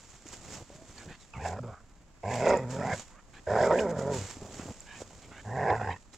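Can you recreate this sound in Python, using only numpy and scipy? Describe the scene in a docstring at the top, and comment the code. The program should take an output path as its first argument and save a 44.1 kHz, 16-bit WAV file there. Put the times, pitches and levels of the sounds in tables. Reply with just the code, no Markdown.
"""Snow crunches and thumps under a light, rumbling breeze as two dogs wrestle and pant, with four growls
in between. Growls: uneven fold pulses and turbulent air ring chest, throat and mouth. Whine: a wavering sine.
Snow: clumped ice grains, dull clods and damped knocks. Breaths: noise through open-mouth resonances.
Breeze and air: lumpy filtered noise. A small stereo microphone a few metres off colours each port."""
import sys
import numpy as np
from scipy import signal
from scipy.fft import rfft, irfft
from scipy.io import wavfile
from scipy.ndimage import uniform_filter1d

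SR = 44100
rng = np.random.default_rng(int(sys.argv[2]) if len(sys.argv) > 2 else 0)


def materialize(psi):
    """Save the field psi as 16-bit PCM at rate SR to the path in sys.argv[1].

    A 1-D psi becomes a single channel; in a 2-D psi each row is a channel.
    """
    bounded = np.clip(np.atleast_2d(psi).T, -1, 1)
    quanta = np.round(bounded * 32767).astype(np.int16)
    wavfile.write(sys.argv[1], SR, quanta)


def voltage_ratio(level):
    """Linear amplitude factor for a level in decibels (scalar or array-like)."""
    return 10 ** (np.asarray(level, float) / 20)


N = 272097  # samples

# air of the field, spectrum shape: hz, density_db_per_hz
AIR_SPECTRUM = [(12, -40), (20, 2), (66, -5), (165, -10), (250, -11.5), (412, -21), (1060, -21.5),
                (15200, -55)]
AIR_DB, BREEZE_DB = -59, -61.5

# fur and bodies shoving in the snow: peak_s, peak_db, build_up_s, dying_s
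SCUFFLES = [(.626, -45, 0.38, 0.014), (.702, -60.5, .035, 0.74), (1.11, -48, 0.31, 0.046),
            (3.4, -56, 0.24, 0.035), (4.46, -45, 0.21, 0.33), (4.716, -42, 0.36, 0.0092),
            (5.036, -52.5, 0.18, 0.021), (5.3, -55, 1, 0.87)]
# packed snow under bodies, spectrum shape: hz, density_db_per_hz
BODY_SPECTRUM = [(40, -42), (70, 7.5), (250, 0.5), (700, -3.5), (1100, -13.5), (3500, -43)]
# paws and bodies crushing the snow: peak_s, peak_db (before crunch trim), build_up_s, dying_s
CRUNCHES = [(.1, -55, 0.043, 0.54), (.27, -48, 0.03, 0.07), (.33, -45, 0.07, 0.16),
            (.55, -40.5, 0.18, 0.095), (.76, -53, 0.15, 0.073), (.9, -52, 0.1, 0.17),
            (1.0, -51.5, 0.13, 0.26), (1.22, -55.5, 0.04, 0.067), (1.48, -41, 0.076, 0.063),
            (2.34, -39.5, 0.092, 0.29), (2.49, -42, 0.1, 0.08), (2.71, -42, 0.024, 0.16),
            (2.86, -46.5, 0.064, 0.16), (2.94, -42.5, 0.078, 0.2), (3.02, -44, 0.19, 0.025),
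            (3.38, -58, 0.34, 0.079), (3.54, -53, 0.17, 0.26), (3.66, -40.5, 0.2, 0.058),
            (3.8, -39.5, 0.14, 0.073), (3.9, -45, 0.02, 0.037), (3.99, -44, 0.041, 0.15),
            (4.14, -37, 0.049, 0.35), (4.31, -46, 0.45, 0.076), (4.55, -46.5, 0.18, 0.66),
            (4.69, -52.5, 0.26, 0.14), (4.81, -55, 0.038, 0.032), (5.02, -43.5, 0.13, 0.032),
            (6.14, -46.5, 0.02, 0.038)]
# faint hiss of snow between crunches: s, level_db (before crunch trim)
SIFT_LEVEL = [(0.0, -53), (.22, -60), (.7, -58.5), (1.4, -60.5), (2.18, -70), (3.44, -78.5), (5.0, -59),
              (5.1, -56), (5.81, -54.5), (6.17, -67)]
# crushed snow, spectrum shape: hz, density_db_per_hz
SNOW_SPECTRUM = [(200, -2), (2500, -9), (4300, -11.5), (4900, -9.5), (7200, -8), (10000, -27), (15200, -36)]
BURST_SPAN_DB = 20  # fall from the peak over one build_up_s or dying_s
# paws landing: start_s, level_db, pitch_hz
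THUMPS = [(0.257, -37, 305), (0.702, -37, 530), (0.752, -39.5, 150), (0.822, -39, 338), (1.075, -37.5, 166),
          (1.109, -37, 182), (4.369, -32, 279), (4.419, -29, 363), (4.426, -29, 218), (4.596, -31, 248),
          (4.657, -32, 275), (4.707, -31, 252), (5.005, -34.5, 585), (5.019, -29, 485), (5.108, -42.5, 705)]
# crust snapping and teeth clacking: start_s, level_db, pitch_hz
SNAPS = [(.2874, -38.5, 6700), (.9815, -38, 4420), (2.49, -31.5, 6630), (2.572, -33, 7040),
         (3.788, -25.5, 2460), (3.794, -30, 2880), (3.804, -33.5, 5430), (3.895, -43.5, 6000),
         (4.805, -37, 7200), (.54, -38, 5530), (6.132, -51, 3970)]

# panting, a breathy squeak (1.195) and the mouth opening as the last growl ends (5.896):
# start_s, end_s, level_db, resonance_factor, resonance_glide_share, width_factor
BREATHS = [(0.964, 1.055, -54, 0.85, -0.055, 1.3), (1.073, 1.169, -52.5, 0.93, 0.077, 2.2),
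           (1.195, 1.247, -61, 1.96, -0.09, 2), (3.083, 3.224, -59, 0.57, 0.27, 1.14),
           (3.328, 3.406, -54, 0.89, 0.089, 2), (4.577, 4.638, -51.5, 0.71, .05, 1.8),
           (4.852, 4.996, -50.5, 0.874, 0.061, 0.83), (5.213, 5.27, -58.5, 1.18, -.03, 1.5),
           (5.298, 5.424, -51.5, 0.79, 0.11, 1.6), (5.896, 5.938, -49.5, 1.12, 0.0017, 0.58)]
# open mouth, before the factors of each breath: resonance_hz, width_hz, relative_db
OPEN_MOUTH = [(1050, 270, -1), (1950, 200, 4), (2740, 320, 1), (3400, 450, -2), (4280, 230, -10)]
# faint whine: s, pitch_hz, mean_level_db
WHINE = [(.7, 534, -50), (.76, 620, -61), (.82, 656, -53.5), (.88, 590, -69)]

# one table a growl: s, fold_pitch_hz, effort_db, mouth_resonance_hz, upper_over_throat_db
GROWLS = [
    [(1.334, 62.6, -56, 905, 11), (1.36, 63.98, -46, 890, -6), (1.47, 81.7, -38, 765, -7.5),
     (1.54, 90.7, -38.5, 734, -13.5), (1.59, 124.9, -41.5, 636, -8.5), (1.654, 124.7, -39.5, 468, -12.5),
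     (1.748, 85.5, -59.5, 775, 6.5), (1.82, 80.8, -78, 720, 4)],
    [(2.228, 85, -43, 633, -21), (2.236, 89.92, -34.5, 660, -21), (2.326, 126.3, -31, 738, -9.5),
     (2.384, 117.5, -35.5, 640, -12), (2.466, 165, -24.5, 590, -12), (2.542, 205.6, -24.5, 543, -12),
     (2.59, 131.9, -34.5, 505, -12), (2.664, 119.1, -42, 524, -18.5), (2.78, 136.1, -38, 516, -11.5),
     (2.87, 133.6, -34, 765, -5.5), (2.938, 111.2, -40, 615, 2.5), (3.0, 91, -78, 705, -8)],
    [(3.462, 77.55, -45.5, 550, -3), (3.48, 82.15, -30, 577, -11.5), (3.566, 111.6, -27, 715, -9.5),
     (3.65, 128.3, -28, 584, -10.5), (3.722, 163.3, -25, 540, -12), (3.82, 214.5, -29, 553, -14.5),
     (3.9, 166.6, -30.5, 510, -16.5), (3.958, 134.9, -38, 600, -13), (4.1, 139.5, -30, 556, -19),
     (4.17, 126.3, -32.5, 477, -27), (4.2, 97.1, -44.5, 530, -18), (4.28, 95, -58.5, 604, -12)],
    [(5.44, 91.6, -54.5, 756, -11), (5.48, 106.6, -44, 790, -10.5), (5.624, 140.9, -28.5, 748, -7.5),
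     (5.73, 103.9, -25.5, 770, -9.5), (5.786, 111.6, -42.5, 794, -6.5), (5.902, 92, -35, 837, -7),
     (5.975, 85, -57.5, 1010, -1)],
]
# chest in each growl: level_db at usual effort, let_go_s, resonance_over_pitch at start, at end
CHEST_HABITS = [(-41.5, 1.698, 1.68, 0.92), (-38, 2.94, 1.26, 1.36), (-38, 4.23, 1.38, 1.256),
                (-39, 5.92, 1.15, 1.24)]
# slack fold of each growl: fold_cycles_per_flutter, then chest throb as (s, depth 0-2)
SLACK_FOLDS = [(2, (1.4, .2), (1.7, .5)), (3, (2.42, .15), (2.5, 1.6), (2.56, 1.6), (2.6, .05), (2.72, .1),
               (2.78, .9), (2.94, .6)), (3, (3.5, .6), (3.8, .8), (3.9, .85)), (2, (5.55, .2), (5.68, .5),
               (5.85, .3))]
# lips drawn back in each growl: opening_db at start, at end, high_rasp_offset_db,
# lip_resonance_hz at start, at end
BARED_TEETH = [(-3, -10, 2, 2770, 2100), (0, -4.5, 1.7, 2660, 2220), (-8, -9, 1.5, 2280, 2280),
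               (-15.5, -6.5, 0.083, 2300, 2700)]
# tongue and lips, one table a growl: s, lower_upper_resonance_hz, higher_upper_resonance_hz
TONGUES = [
    [(1.33, 1180, 2420), (1.382, 1200, 2000), (1.415, 1760, 2390), (1.572, 1400, 1800), (1.65, 1170, 1380),
     (1.82, 1270, 1710)],
    [(2.22, 1580, 2060), (2.3, 1690, 2180), (2.55, 1254, 1965), (2.692, 1310, 1800), (2.78, 1300, 1720),
     (3.0, 1650, 2310)],
    [(3.45, 1610, 1950), (3.56, 1460, 1770), (3.63, 1520, 2100), (3.726, 1210, 1890), (3.76, 1750, 2120),
     (3.85, 1380, 2130), (3.926, 1397, 1820), (4.28, 1400, 2010)],
    [(5.44, 1780, 1920), (5.65, 1624, 2020), (5.74, 1710, 2040), (5.77, 1530, 1940), (5.806, 1360, 1800),
     (5.888, 1770, 1960), (5.93, 1950, 2590), (6.02, 1500, 2430)],
]
# chest response: hz, relative_db
CHEST_RESPONSE = [(40, -25), (75, 11.5), (130, 1), (250, 3), (300, -3.5), (370, -40)]
# pipes beside the mouth resonance: resonance_hz at half-open mouth, width_hz, relative_db, opening_power
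THROAT_PIPES = [(414, 162, -6, 0.22), (966.5, 150, -11, 0.29)]
# air hissing past the teeth: resonance_hz, width_hz, relative_db
TEETH_RASP = [(3270, 1020, -15.5)]
# higher hiss, before the offset of each growl: resonance_hz, width_hz, relative_db
HIGH_RASP = (5000, 800, -15)
# lip resonance: width_hz, relative_db
LIP_RESONANCE = (470, -7.5)
# the growling voice jolts: start_s, step_db
JOLTS = [(1.415, 3.5), (1.451, 5), (2.289, 1), (2.457, 3.5), (3.584, 5), (3.625, 5.5), (3.707, 4.5),
         (5.581, -2), (5.798, 8.5)]
# a bite damps throat and mouth: start_s, end_s, change_db
JAWS_SHUT = (1.595, 1.628, -19)
# throat flutter over a growl: depth at start, depth at end (0-1)
FLUTTER_DEPTHS = (.1, .15)
# last growl breaks up into deep flutter: start_s, flutter_depth (0-1)
BREAK_UP = (5.77, .55)

USUAL_EFFORT_DB, USUAL_BRIGHT_DB = -41, -8
CHEST_RISE_S, CHEST_FALL_DB_PER_S, CHEST_DB_PER_EFFORT_DB = 0.038, 281, 0.05
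CHEST_LOWEST_HZ = 85
MOUTH_DB_PER_BRIGHT_DB = 0.34  # a darker voice rings less in the mouth
HALF_OPEN_HZ = 600  # mouth resonance, half open
STRAIN_DB_PER_EFFORT_DB = 0.4  # a harder push makes the folds more uneven
ROUGH_BASE, ROUGH_PER_BRIGHT_DB = 0.74, 0.022  # a brighter, more open voice is rougher
JOLT_FADE_S = 0.031

# left-right likeness that sets the phase spread: hz, likeness
PORT_LIKENESS = [(60, 1), (180, 0.97), (550, 0.99), (1650, 0.95), (4970, 0.1), (15000, 0.61)]
# port colour: hz, left_minus_right_db
PORT_BALANCE = [(60, 1.5), (150, -1), (380, -1.0), (950, -3), (2380, -3), (5980, -7), (15000, 7.5)]
MIC_HZ, MIC_WIDTH_HZ, MIC_ADDED_DB = 7460, 2290, 0.5  # port cavities


def evened(x):
    """Scales to rms 1."""
    return x / np.sqrt(np.mean(abs(x) ** 2) + 1e-20)


def read(points, hz):
    """Reads a curve along log frequency."""
    f, value = np.transpose(points)
    return np.interp(np.log(hz + 1), np.log(f + 1), value)


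def add(mix, start_s, sound):
    """Adds a sound in place, cut at the end of the mix."""
    part = mix[max(round(start_s * SR), 0):][:len(sound)]
    part += sound[:len(part)]


def resonate(x, hz, width_hz):
    """Steep resonance of gain 1: shifts hz down to zero, smooths twice, shifts back."""
    turn = np.exp(2j * np.pi * np.cumsum(hz * np.ones(len(x))) / SR)
    r = np.exp(-np.pi * width_hz / SR)
    smooth = signal.lfilter([(1 - r) ** 2], [1, -2 * r, r * r], x / turn + 1e-18)
    return 2 * (turn * smooth).real


def wander(n, seconds):
    """Smooth chance of rms 1."""
    span = max(round(seconds * SR), 1)
    return evened(uniform_filter1d(uniform_filter1d(rng.standard_normal(n), span), span))


def coloured(x, points):
    """Filters by a dB curve over frequency."""
    return irfft(rfft(x) * voltage_ratio(read(points, np.fft.rfftfreq(len(x), 1 / SR))), len(x))


def gain_curve(rows):
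    """A dB curve as gain over the scene, -120 dB outside its span."""
    s, db = np.transpose(rows)
    return voltage_ratio(np.interp(np.arange(N) / SR, s, db, left=-120, right=-120))


def bursts(events):
    """Gain that swells to each peak and dies away, evenly in dB."""
    t = np.arange(N) / SR
    power = np.zeros(N)
    for peak_s, db, rise_s, fall_s in events:
        away = np.maximum((peak_s - t) / rise_s, (t - peak_s) / fall_s)
        power += voltage_ratio(db - BURST_SPAN_DB * away) ** 2
    return np.sqrt(power)


def breeze():
    """Wind at the ports: lumpy low rumble, unrelated left and right."""
    gusts = [resonate(rng.standard_normal(N), 27.7, 35) * voltage_ratio(1.6 * wander(N, 0.063)) for port in "LR"]
    return voltage_ratio(BREEZE_DB) * evened(np.array(gusts))


def field_air():
    """Mostly low noise of unsteady level, common to both ports."""
    noise = rng.standard_normal(N) * voltage_ratio(1.9 * wander(N, 0.012))
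    return voltage_ratio(AIR_DB) * evened(coloured(noise, AIR_SPECTRUM))


def ice_grains(per_s, size_db):
    """Random impulses of either sign, exponential sizes in dB up to four times size_db."""
    size = voltage_ratio(size_db * np.minimum(rng.exponential(1, N), 4))
    return evened(size * (rng.random(N) < per_s / SR) * rng.choice([-1, 1], N))


def scuffle():
    """Dull lumps: packed snow giving way in soft clods under fur and bodies."""
    clods = ice_grains(250, 5.5) + 1.54 * rng.standard_normal(N)
    return evened(coloured(clods, BODY_SPECTRUM)) * bursts(SCUFFLES)


def crunch():
    """Dense ice grains clumped as the crust gives way; loose spray differs at the two ports."""
    crust = ice_grains(6000, 0.65) * voltage_ratio(2.7 * wander(N, 0.0035)) + 0.56 * rng.standard_normal(N)
    crust = coloured(crust, SNOW_SPECTRUM)
    effort = np.hypot(bursts(CRUNCHES), gain_curve(SIFT_LEVEL))
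    spray_spectrum = SNOW_SPECTRUM + np.array([0, -9.0])  # 9 dB down
    spray = np.array([coloured(rng.standard_normal(N), spray_spectrum) for port in "LR"])
    gain = effort * voltage_ratio(-3.5) / np.std(crust)  # crust trimmed to 3.5 dB under effort
    return crust * gain, spray * gain


def knocks(events, cycles, puff):
    """Damped swings that fade by 1/e in the given cycles, each with a puff of noise."""
    out, t = np.zeros(N), np.arange(1500) / SR
    for start_s, db, hz in events:
        noise = rng.standard_normal(len(t))
        swing = np.sin(2 * np.pi * hz * t) + puff * evened(resonate(noise, hz, hz))
        attack = np.minimum(t * hz / (0.045 * cycles), 1)
        add(out, start_s, voltage_ratio(db) * swing * np.exp(-t * hz / cycles) * attack)
    return out


def breaths():
    """Pants, squeak and mouth opening: breath noise through gliding open-mouth resonances."""
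    out = np.zeros(N)
    for start_s, end_s, level_db, mouth, glide, blur in BREATHS:
        n = round((end_s - start_s) * SR)
        air = rng.standard_normal(n) * voltage_ratio(2.0 * wander(n, 0.002))
        shift = mouth * np.linspace(1 - glide, 1 + glide, n)
        breath = sum(voltage_ratio(db) * evened(resonate(air, hz * shift, blur * width_hz))
                     for hz, width_hz, db in OPEN_MOUTH)
        add(out, start_s, voltage_ratio(level_db) * evened(breath) * signal.windows.tukey(n, 0.4))
    return out


def whine():
    """A thin nasal tone: a sine wavering in pitch and level."""
    s, hz, db = np.transpose(WHINE)
    t = np.arange(s[0], s[-1], 1 / SR)
    pitch_hz = np.interp(t, s, hz) * (1 + 0.012 * wander(len(t), 0.0094))
    tone = np.sin(2 * np.pi * np.cumsum(pitch_hz) / SR)
    gain = voltage_ratio(np.interp(t, s, db) + 1.5 * wander(len(t), 0.012))
    return s[0], gain * tone * signal.windows.tukey(len(t), 0.2)


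def folds(pitch_hz, rough, strain, cycles_per_flutter):
    """Uneven closing pulses, turbulent puffs, and the slack fold swinging once in a few cycles."""
    n = len(pitch_hz)
    uneven = strain * rough ** 2
    turns = np.cumsum(pitch_hz * (1 + 0.15 * uneven * wander(n, 0.008))) / SR
    slow_rate = np.gradient(turns) / cycles_per_flutter * (1 + 0.8 * rough ** 2 * wander(n, 0.012))
    slow = np.cos(2 * np.pi * np.cumsum(slow_rate))
    cycle = turns.astype(int)
    strength = voltage_ratio(5.0 * np.tanh(0.8 * uneven * rng.standard_normal(n)[cycle]))  # one draw a cycle
    pulses = np.diff(cycle, prepend=0) * strength
    puffs = (15.0 + np.exp(-(turns % 1) / 0.5)) * rng.standard_normal(n)
    return pulses, evened(puffs * voltage_ratio(2.23 * wander(n, 0.0085))), slow


def chest_ring(source, t, resonance_hz):
    """The chest filters the throbbing folds, rings near their pitch and holds an even level."""
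    chest = coloured(source, CHEST_RESPONSE)
    chest = 0.45 * chest + resonate(chest, np.maximum(CHEST_LOWEST_HZ, resonance_hz), 124)
    steady = chest / np.sqrt(abs(uniform_filter1d(chest ** 2, size=4000)) + 1e-12)
    return steady * np.minimum((t - t[0]) / CHEST_RISE_S, 1)


def throat_ring(drive, mouth_hz, bright_db):
    """The mouth resonance less the throat pipes, which follow the opening."""
    opening = mouth_hz / HALF_OPEN_HZ
    mouth_gain = voltage_ratio(MOUTH_DB_PER_BRIGHT_DB * (bright_db - USUAL_BRIGHT_DB))
    pipes = sum(voltage_ratio(db) * resonate(drive, hz * opening ** power, width_hz)
                for hz, width_hz, db, power in THROAT_PIPES)
    return mouth_gain * resonate(drive, mouth_hz, 236) - pipes


def upper_ring(drive, hiss, t, bared, tongue):
    """Tongue and lips shape upper resonances; bared teeth open the top ones and the rasp."""
    n = len(t)
    start_db, end_db, high_rasp_db, *lip_hz = bared
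    opening = voltage_ratio(np.linspace(start_db, end_db, n))
    s, *columns = np.transpose(tongue)
    low_hz, high_hz = (np.interp(t, s, hz) * (1 + 0.04 * wander(n, 0.01)) for hz in columns)  # trembles
    lip_width_hz, lip_db = LIP_RESONANCE
    top = voltage_ratio(lip_db) * resonate(drive, np.linspace(*lip_hz, n), lip_width_hz)
    top -= resonate(drive, high_hz, 286)
    for hz, width_hz, db in TEETH_RASP + [HIGH_RASP + np.array([0, 0, high_rasp_db])]:
        top += voltage_ratio(db + 3.8 * wander(n, 0.0051)) * resonate(hiss, hz, width_hz)
    return resonate(drive, low_hz, 304) + opening * top


def bite_and_jolts(t):
    """Gain on throat and mouth: a drop as the jaws shut, fading steps at each jolt."""
    start_s, end_s, bite_db = JAWS_SHUT
    shut = uniform_filter1d(1.0 * (t > start_s) * (t < end_s), size=200)
    jolt_db = sum(db * (t > at_s) * np.exp(-abs(t - at_s) / JOLT_FADE_S) for at_s, db in JOLTS)
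    return voltage_ratio(bite_db * shut + jolt_db)


def growl(rows, habit, slack, bared, tongue):
    """Fold pulses and turbulent air ring chest, throat and mouth; a slower flutter makes them throb."""
    s, *columns = np.transpose(rows)
    t = np.arange(s[0], s[-1], 1 / SR)
    n = len(t)
    pitch_hz, effort_db, mouth_hz, bright_db = (np.interp(t, s, column) for column in columns)
    chest_db, let_go_s, *over_pitch = habit
    cycles_per_flutter, *throb_rows = slack

    extra_effort_db = effort_db - USUAL_EFFORT_DB
    rough = np.clip(ROUGH_BASE + ROUGH_PER_BRIGHT_DB * bright_db, 0.22, 0.85)  # share of air
    strain = voltage_ratio(STRAIN_DB_PER_EFFORT_DB * extra_effort_db)
    pulses, puffs, slow = folds(pitch_hz, rough, strain, cycles_per_flutter)

    throb = 1 + np.interp(t, *np.transpose(throb_rows)) * slow
    chest_source = (pulses + 0.065 * strain * rough ** 2 * puffs) * throb
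    chest = chest_ring(chest_source, t, np.linspace(*over_pitch, n) * pitch_hz)
    chest_db = chest_db + CHEST_DB_PER_EFFORT_DB * extra_effort_db
    chest_db = chest_db - CHEST_FALL_DB_PER_S * np.maximum(t - let_go_s, 0)

    break_s, break_depth = BREAK_UP
    flutter = 1 + np.where(t > break_s, break_depth, np.linspace(*FLUTTER_DEPTHS, n)) * slow
    # each fold pulse is spread into a short noisy burst
    burst = rng.standard_normal(300) * np.exp(-np.arange(300) / 25)
    spread_pulses = evened(signal.oaconvolve(pulses, burst)[:n])
    gain = bite_and_jolts(t)
    drive = gain * (np.sqrt(1 - rough) * spread_pulses + np.sqrt(rough) * puffs) * flutter
    # the teeth hear mostly air
    hiss = gain * (np.sqrt(0.15) * evened(pulses) + np.sqrt(0.85) * puffs * flutter)

    throat = throat_ring(drive, mouth_hz, bright_db)
    # the harder the push, the more the folds lead
    upper = upper_ring(drive + hiss / strain, hiss, t, bared, tongue)
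    voice = voltage_ratio(chest_db) * chest
    voice += voltage_ratio(effort_db) * (evened(throat) + voltage_ratio(bright_db) * evened(upper))
    return s[0], coloured(voice * signal.windows.tukey(n, 0.02), [(6000, 1.0), (12000, -14.0)])


def ports(x):
    """Each port hears the field with its own colour and a slightly different phase."""
    hz = np.fft.rfftfreq(N, 1 / SR)
    spread = np.arccos(np.clip(read(PORT_LIKENESS, hz), -1, 1))
    chance = np.tanh(evened(uniform_filter1d(rng.standard_normal(len(hz)), 300)))
    half = voltage_ratio(read(PORT_BALANCE, hz) / 2) * np.exp(1j * spread * chance * 0.56)
    return irfft(rfft(x) * np.array([half, 1 / half]), N)


def scene():
    """Dogs, snow and air through the ports, with spray and breeze of each port's own."""
    dogs = breaths()
    add(dogs, *whine())
    for call in zip(GROWLS, CHEST_HABITS, SLACK_FOLDS, BARED_TEETH, TONGUES):
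        add(dogs, *growl(*call))
    crust, spray = crunch()
    snow = crust + scuffle() + knocks(THUMPS, 1.0, 0.47) + knocks(SNAPS, 9.8, 0.13)
    return ports(dogs + snow + field_air()) + spray + breeze()


def roll_off(x):
    """The treble ends steeply here."""
    return signal.sosfilt(signal.butter(12, 15670, fs=SR, output="sos"), x)


def record(dry):
    """The port cavities resonate and lift the treble."""
    cavities = np.array([resonate(port, MIC_HZ, MIC_WIDTH_HZ) for port in dry])
    lifted = dry + voltage_ratio(MIC_ADDED_DB) * cavities
    return roll_off(lifted)


dry = scene()
out = record(dry)
materialize(out)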